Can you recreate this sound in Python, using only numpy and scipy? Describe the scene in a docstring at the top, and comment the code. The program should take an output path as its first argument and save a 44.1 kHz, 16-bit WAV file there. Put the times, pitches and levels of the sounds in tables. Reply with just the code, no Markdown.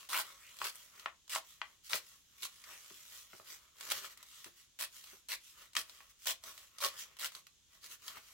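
"""At a table in a small room, a thin paper page is torn by hand in short rips.
Each rip is a run of breaking fibres; the held sheet radiates them and pops as it buckles.
Between rips the fingers slide to a new grip, creases snap and the hands bump the table.
A faint steady noise lies underneath."""
import sys
import numpy as np
from scipy import signal
from scipy.fft import rfft, irfft, next_fast_len
from scipy.io import wavfile
from scipy.ndimage import uniform_filter1d, map_coordinates

SR = 44100
rng = np.random.default_rng(int(sys.argv[2]) if len(sys.argv) > 2 else 0)


def waveform_to_disk(signal):
    """Save audio, clipped to [-1, 1], as 16-bit WAV at the path in sys.argv[1]."""
    frames = np.transpose(np.atleast_2d(signal))
    scaled = np.clip(frames, -1, 1) * 32767
    samples = np.round(scaled).astype(np.int16)
    wavfile.write(sys.argv[1], SR, samples)


N = 367353

# pulls of the hand: start/s, build-up/s, easing/s, fibre crackle/dB, sheet flutter/dB
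RIPS = [(0.0893, 0.1, 0.035, -39, -37), (0.643, 0.0078, 0.053, -40, -42.5),
        (1.295, 0.057, 0.038, -39.5, -68), (1.894, 0.053, 0.042, -40, -43.5),
        (2.4216, 0.0078, 0.041, -40, -53), (3.901, 0.019, 0.014, -35, -39.5),
        (4.789, 0.034, .032, -38, -46), (5.286, 0.032, 0.038, -39.5, -53),
        (5.761, 0.0074, 0.05, -39.5, -44.5), (6.257, 0.034, 0.035, -34, -45.5),
        (6.804, 0.045, 0.036, -37, -36.5), (7.1882, 0.04, 0.051, -41.5, -53.5)]


def rips(breaks):
    """Fibre breaks crackle at the tear and shake the whole sheet, which answers most to a hard pull."""
    crackle_spectrum = [(300, -20), (1200, -13), (2800, -5), (4400, -2), (7000, -5), (10000, -7),
                        (15500, -8)]  # tear line: f/Hz, level/dB
    flutter_spectrum = [(100, -48), (250, -14), (390, -5), (780, -7.5), (1000, 3), (1400, 4.5),
                        (2800, -0.5), (5000, -14.5), (12000, -3)]  # shaken sheet: f/Hz, level/dB
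    crackle, flutter = np.zeros((2, N))
    for start_s, build_s, ease_s, crackle_db, flutter_db in RIPS:
        force = pull(start_s, build_s, ease_s)
        crackle += amp(crackle_db) * force
        flutter += amp(flutter_db) * force ** 2.67
    tear = crackle * radiate(breaks, crackle_spectrum) + flutter * radiate(breaks, flutter_spectrum)
    return bending(tear, depth_db=2)


def pull(start_s, build_s, ease_s):
    """Gain of one pull: the tear bites at once, builds to its height, eases and stops."""
    bite_db, let_go_db, stop_s = -7.5, -8.5, 0.0044
    t = np.arange(N) / SR - start_s
    to_build = np.clip(1 - t / build_s, 0, 1)
    eased = np.clip((t - build_s) / ease_s, 0, 1)
    stop = np.exp(-np.maximum(t - build_s - ease_s, 0) / stop_s)
    return (t >= 0) * amp(bite_db * to_build ** 2.06 + let_go_db * eased ** 2.16) * stop


def glides(breaks):
    """Fibre breaks drive a free patch of the sheet; its broad resonance glides as its size changes."""
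    patches = [(0.119, 0.196, 1750, 3495, -41.5), (0.371, 0.563, 1578, 3334, -64.5),
               (1.301, 1.392, 2708, 903, -46.5), (1.912, 1.97, 600, 542, -54.5),
               (2.609, 2.741, 2680, 901, -65), (5.295, 5.352, 3000, 1812, -45.5),
               (6.255, 6.316, 572, 599, -60), (6.81, 6.883, 530, 570, -51.5),
               (7.201, 7.275, 1900, 1514, -49.5)]  # resonances: start/s, end/s, from/Hz, to/Hz, level/dB
    out = np.zeros((2, N))
    for start_s, end_s, from_hz, to_hz, db in patches:
        width_hz = 0.47 * (from_hz + to_hz) / 2
        size = max(round((end_s - start_s) * SR), 256)
        phase = 2 * np.pi * np.cumsum(np.geomspace(from_hz, to_hz, size)) / SR
        kicks = rng.standard_normal((2, SR // 2)) * breaks[round(start_s * SR):][:SR // 2]
        lowpass = signal.butter(4, width_hz / 2, fs=SR, output="sos")
        drive = signal.sosfilt(lowpass, kicks)[:, :size]
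        ring = unit(drive[0] * np.cos(phase) + drive[1] * np.sin(phase))
        swell = np.sin(np.linspace(0, np.pi, size))
        add(out, start_s, amp(db) * swell * ring[None])
    return out


def snaps():
    """Single bright cracks: the edge giving way at each rip, tough fibres and small creases."""
    cracks = [(0.132, -24), (0.2012, -26), (0.2162, -31), (0.568, -41.5), (0.5876, -34.5), (0.642, -26),
              (0.7555, -35.5), (0.996, -37), (1.2786, -43), (1.351, -23.5), (1.955, -22), (1.9677, -35),
              (2.452, -28.5), (2.6396, -38.5), (3.809, -30.5), (3.918, -24.5), (4.174, -39), (4.2278, -37),
              (4.4436, -33), (5.04, -37.5), (5.733, -43), (5.752, -26), (5.8956, -37), (6.22, -47),
              (6.271, -18), (6.438, -33), (6.578, -37.5), (6.7838, -32.5), (6.8467, -17.5), (6.886, -31),
              (7.168, -41), (7.245, -22), (7.258, -22.5), (7.32, -41), (7.35, -31.5), (7.468, -40.5),
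              (8.08, -26.5)]  # fibres and creases: t/s, level/dB
    edges = [(start_s, -38) for start_s, *_ in RIPS]
    # f/Hz, level/dB
    spectrum = [(150, -39), (600, -5), (1100, 1.5), (2000, 2), (4000, 7), (8000, 3), (15500, -1.5)]
    out = np.zeros((2, N))
    for start_s, db in edges + cracks:
        uneven = np.add(spectrum, [0, 3] * rng.standard_normal((len(spectrum), 2)))  # 3 dB scatter
        add(out, start_s, amp(db - 6) * burst(uneven, attack_s=0.0001, decay_s=0.0038))
    return out


def pops():
    """A buckling patch sends out a bending wave: highs arrive first, then the sheet's edges return it."""
    buckles = [(0.6158, -23, 1230), (1.0592, -21.5, 1360), (1.359, -22, 1350), (1.6157, -22.5, 1520),
               (1.9323, -16, 2330), (2.903, -46, 1160), (3.332, -40, 1090), (3.398, -41.5, 850),
               (3.912, -23.5, 2600), (4.046, -35, 1160), (5.7663, -14.5, 2900), (6.005, -41.5, 1360),
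               (8.17, -39, 1140)]  # buckling patches: t/s, level/dB, centre/Hz
    # multiple of the centre, level/dB
    shape = [(.08, -38), (.22, -17.5), (.45, -5.5), (.7, 1), (1.35, 1.5), (2.15, -2), (3.6, -13.5),
             (8, -36)]
    size = SR // 25
    hz, t = np.fft.rfftfreq(size, 1 / SR), np.arange(size) / SR
    wave = irfft(np.exp(-2j * np.pi * np.sqrt(hz) * 0.05586), size)  # travel time ~ 1 / sqrt(f)
    out = np.zeros((2, N))
    for start_s, db, centre_hz in buckles:
        returns = pair(size) * (1 - np.exp(-t / 0.0042)) * np.exp(-t / 0.0018)
        spectrum = [(multiple * centre_hz, level_db) for multiple, level_db in shape]
        ring = coloured(unit(wave) + unit(returns), lambda hz: along(spectrum, hz))
        add(out, start_s, amp(db - 23) * unit(ring))
    return out


def grips():
    """Fingers slide on the paper with a fine, soft grain; each rub swells and fades."""
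    rubs = [(0, 0.077, -56.5, -65), (0.27, .08, -56, -61), (0.51, 0.25, -60.5, -71.5),
            (0.626, 0.023, -46, -51), (0.797, 0.11, -57.5, -69.5), (0.997, 0.079, -60.5, -63.5),
            (1.502, 0.07, -59.5, -76), (1.678, 0.094, -70, -72.5), (1.869, 0.027, -53, -96),
            (2.099, .09, -60, -75.5), (2.416, 0.033, -56.5, -80), (2.55, 0.24, -62.5, -74.5),
            (2.72, .07, -56, -59.5), (2.953, 0.3, -57, -70.5), (3.165, 0.078, -53.5, -70),
            (3.362, 0.075, -59.5, -71.5), (3.514, 0.056, -51, -62.5), (3.63, .09, -68.5, -72.5),
            (3.881, 0.081, -49, -55), (3.971, 0.035, -43.5, -54), (4.047, 0.033, -48.5, -54.5),
            (4.115, 0.028, -56, -64.5), (4.215, 0.049, -67.5, -67), (4.369, 0.12, -56.5, -73),
            (4.47, 0.018, -56, -63.5), (4.602, 0.05, -61, -81), (4.969, 0.051, -54.5, -70),
            (5.091, 0.094, -57, -70), (5.477, 0.072, -58, -79), (5.613, 0.056, -58, -64),
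            (5.942, 0.14, -61.5, -69.5), (6.105, 0.014, -61.5, -76), (6.261, 0.051, -53, -90),
            (6.484, 0.043, -50.5, -58.5), (6.595, 0.082, -58, -67.5), (6.922, 0.15, -58.5, -61),
            (7.006, 0.034, -45, -71), (7.12, 0.057, -75, -73), (7.363, 0.04, -56, -64.5),
            (7.748, 0.04, -64.5, -71.5), (7.853, 0.028, -51, -64), (7.924, 0.029, -49.5, -61),
            (8.086, 0.061, -52.5, -60.5), (8.17, 0.02, -56, -53.5), (8.3, 0.16, -61, -71.5)]  # grip changes: middle/s, half length/s, hiss/dB, rustle/dB
    hiss_spectrum = [(300, -62), (1500, -11.5), (3300, -3.5), (5000, -4), (6800, -2), (8500, -7),
                     (15500, -6.5)]  # sliding fingers: f/Hz, level/dB
    rustle_spectrum = [(100, -13.5), (250, -14.5), (430, -5.5), (800, -9.5), (1030, -1.5), (1800, -0.5),
                       (3000, -4), (8000, -18)]  # rubbed sheet: f/Hz, level/dB
    t, power = np.arange(N) / SR, np.zeros((2, N))
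    for middle_s, half_s, hiss_db, rustle_db in rubs:
        near = np.abs(t - middle_s) < 3 * half_s
        swell = np.exp(-((t[near] - middle_s) / half_s) ** 2)
        power[:, near] += (amp([[hiss_db], [rustle_db]]) * swell) ** 2
    hiss, rustle = np.sqrt(power)
    slips = grains(per_s=600, spread_db=9, decay_s=0.00075, bed=1.6)
    rubbing = hiss * radiate(slips, hiss_spectrum) + rustle * radiate(slips, rustle_spectrum)
    return bending(rubbing, depth_db=2)


def knocks():
    """Soft flesh on a table padded with paper: a short dull thud."""
    bumps = [(1.94, -47.5), (2.906, -51), (3.332, -50), (3.398, -55), (4.46, -48.5), (5.13, -52),
             (5.772, -50.5)]  # hand on table: t/s, level/dB
    thud_spectrum = [(40, -28), (100, -6), (170, -9), (260, -7), (380, 2.5), (600, -12.5), (1500, -10),
                     (5000, -47.5)]  # padded table: f/Hz, level/dB
    out = np.zeros((2, N))
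    for start_s, db in bumps:
        add(out, start_s, amp(db) * burst(thud_spectrum, attack_s=0.0011, decay_s=0.013))
    return out


def bending(x, depth_db):
    """The sheet's many resonances shift as it bends: patches of gain over frequency and time."""
    spectra = signal.stft(x, nperseg=1024)[2]
    row, col = np.indices(spectra.shape[1:])
    field = map_coordinates(rng.standard_normal(row.shape), [np.sqrt(row) * 3, col / 5], order=1)
    bent = signal.istft(spectra * amp(depth_db * unit(field)), nperseg=1024)[1][:, :N]
    return bent / amp(depth_db ** 2 * np.log(10) / 20)  # keeps the mean power


def workplace(x):
    """The table and its surroundings colour the sound with resonances and one dip."""
    bands = [(545.8, 36, 6.5), (660, 32, 8.5), (806, 61, -0.5), (1100, 260, 7), (2036, 123, 2),
             (3055, 570, 2.5), (4310, 440, 0.5)]  # resonances and dip: f/Hz, width/Hz, gain/dB
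    return coloured(x, lambda hz: sum(db / (1 + (2 * (hz - f) / width) ** 2) for f, width, db in bands))


def room(x):
    """A short diffuse tail, different at each ear, whose treble dies first."""
    t60_s = [(200, 0.23), (1000, 0.18), (4000, 0.19), (15000, 0.12)]  # reverberation: f/Hz, T60/s
    hz, t, spectra = signal.stft(pair(SR // 3), SR, nperseg=256)
    decay = amp(-60 * t / along(t60_s, hz)[:, None])
    tail = signal.istft(spectra * decay, SR, nperseg=256)[1]
    tail *= 1 - np.exp(-np.arange(tail.shape[1]) / SR / 0.00033)
    return signal.fftconvolve(x, tail / np.linalg.norm(tail[0]), axes=1)[:, :N]


def background():
    """Faint steady rumble and hiss."""
    spectrum = [(20, -15.5), (50, 3), (120, -5), (250, -10.5), (700, -21), (1100, -17.5), (2200, -15.5),
                (3300, -6.5), (4800, -12), (6800, -6), (8500, -16), (16000, -22)]  # noise floor: f/Hz, level/dB
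    return amp(-69.5) * radiate(1, spectrum)


def grains(per_s, spread_db, decay_s, bed):
    """Envelope of tiny bursts of random time and size over a steady bed of relative power."""
    hits = rng.random(N) < per_s / SR
    energy = amp(spread_db * np.minimum(rng.standard_normal(N), 1.2)) ** 2
    power = signal.lfilter([1], [1, -np.exp(-2 / (decay_s * SR))], hits * energy)
    power /= np.abs(uniform_filter1d(power, size=1300)) + 1e-9  # local mean near 1
    return np.sqrt((power + bed) / (1 + bed))


def radiate(envelope, spectrum):
    """Noise under an envelope, sounding through a body with this spectrum, at rms 1."""
    return unit(coloured(envelope * pair(N), lambda hz: along(spectrum, hz)))


def burst(spectrum, attack_s, decay_s):
    """A 40 ms noise burst with the energy of 1 ms at rms 1."""
    t = np.arange(SR // 25) / SR
    noise = pair(len(t)) * (1 - np.exp(-t / attack_s)) * np.exp(-t / decay_s)
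    return unit(coloured(noise, lambda hz: along(spectrum, hz))) / np.sqrt(40)


def pair(size):
    """White stereo noise, partly alike in the bass and mids, unrelated in the treble."""
    likeness = [(60, 0.36), (250, 0.45), (600, 0.65), (1100, 0.76), (2000, 0.3), (4000, 0.21), (8000, 0)]  # left-right likeness: f/Hz, correlation
    n_fft = 2 * next_fast_len(size // 2 + 1)
    angle = np.arccos(along(likeness, np.fft.rfftfreq(n_fft, 1 / SR))) / 2
    white = rfft(rng.standard_normal((2, n_fft)))
    mid, side = irfft(white * [np.cos(angle), np.sin(angle)])[:, :size]
    return np.array([mid + side, mid - side])


def coloured(x, gain_db):
    """Minimum-phase filter with the response gain_db(hz)."""
    size = x.shape[-1]
    n_fft = 2 * next_fast_len(size // 2 + 2048)
    gain = amp(gain_db(np.fft.rfftfreq(n_fft, 1 / SR)))
    cepstrum = irfft(np.log(gain + 1e-6))
    cepstrum[1:n_fft // 2] *= 2
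    cepstrum[n_fft // 2 + 1:] = 0
    return irfft(rfft(x, n_fft) * np.exp(rfft(cepstrum)), n_fft)[..., :size]


def along(points, hz):
    """Interpolate (f/Hz, value) points on a log axis."""
    f, values = np.transpose(points)
    return np.interp(np.log(hz + 1), np.log(f), values)


def add(track, start_s, sound):
    """Mix a sound into the track."""
    part = track[:, round(start_s * SR):][:, :sound.shape[1]]
    part += sound[:, :part.shape[1]]


def amp(db):
    """Decibels to gain."""
    return 10 ** (np.asarray(db) / 20)


def unit(x):
    """Scale to rms 1."""
    return x / np.sqrt(np.mean(x ** 2) + 1e-20)


def scene():
    """Paper over the table, the room's answer and the quiet background."""
    breaks = grains(per_s=1200, spread_db=5.2, decay_s=0.0007, bed=0.27)
    highpass = signal.butter(4, 270, "high", fs=SR, output="sos")  # the tearing carries little bass
    tearing = signal.sosfilt(highpass, rips(breaks) + glides(breaks))
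    handling = grips() + snaps() + knocks()
    buckling = pops()
    reverb = room(amp(-7.5) * tearing + amp(-6) * handling + amp(-5.5) * buckling)
    return workplace(tearing + handling + buckling + reverb) + background()


def record(dry):
    """Two slightly unlike, band-limited microphones, the right a little nearer."""
    balance_db = [(100, -1), (300, 0), (1100, 1.3), (2200, 3.9), (4200, 1), (8000, -2.5), (13000, -1.5)]  # microphone mismatch: f/Hz, left minus right/dB
    lag_s, top_hz = 2.5e-5, 15900
    n_fft = next_fast_len(N + SR // 4)
    hz = np.fft.rfftfreq(n_fft, 1 / SR)
    side = np.array([[.5], [-.5]])
    response = amp(side * along(balance_db, hz)) * np.exp(-2j * np.pi * hz * side * lag_s)
    return irfft(rfft(dry, n_fft) * response * (hz < top_hz), n_fft)[:, :N]


dry = scene()
out = record(dry)
waveform_to_disk(out)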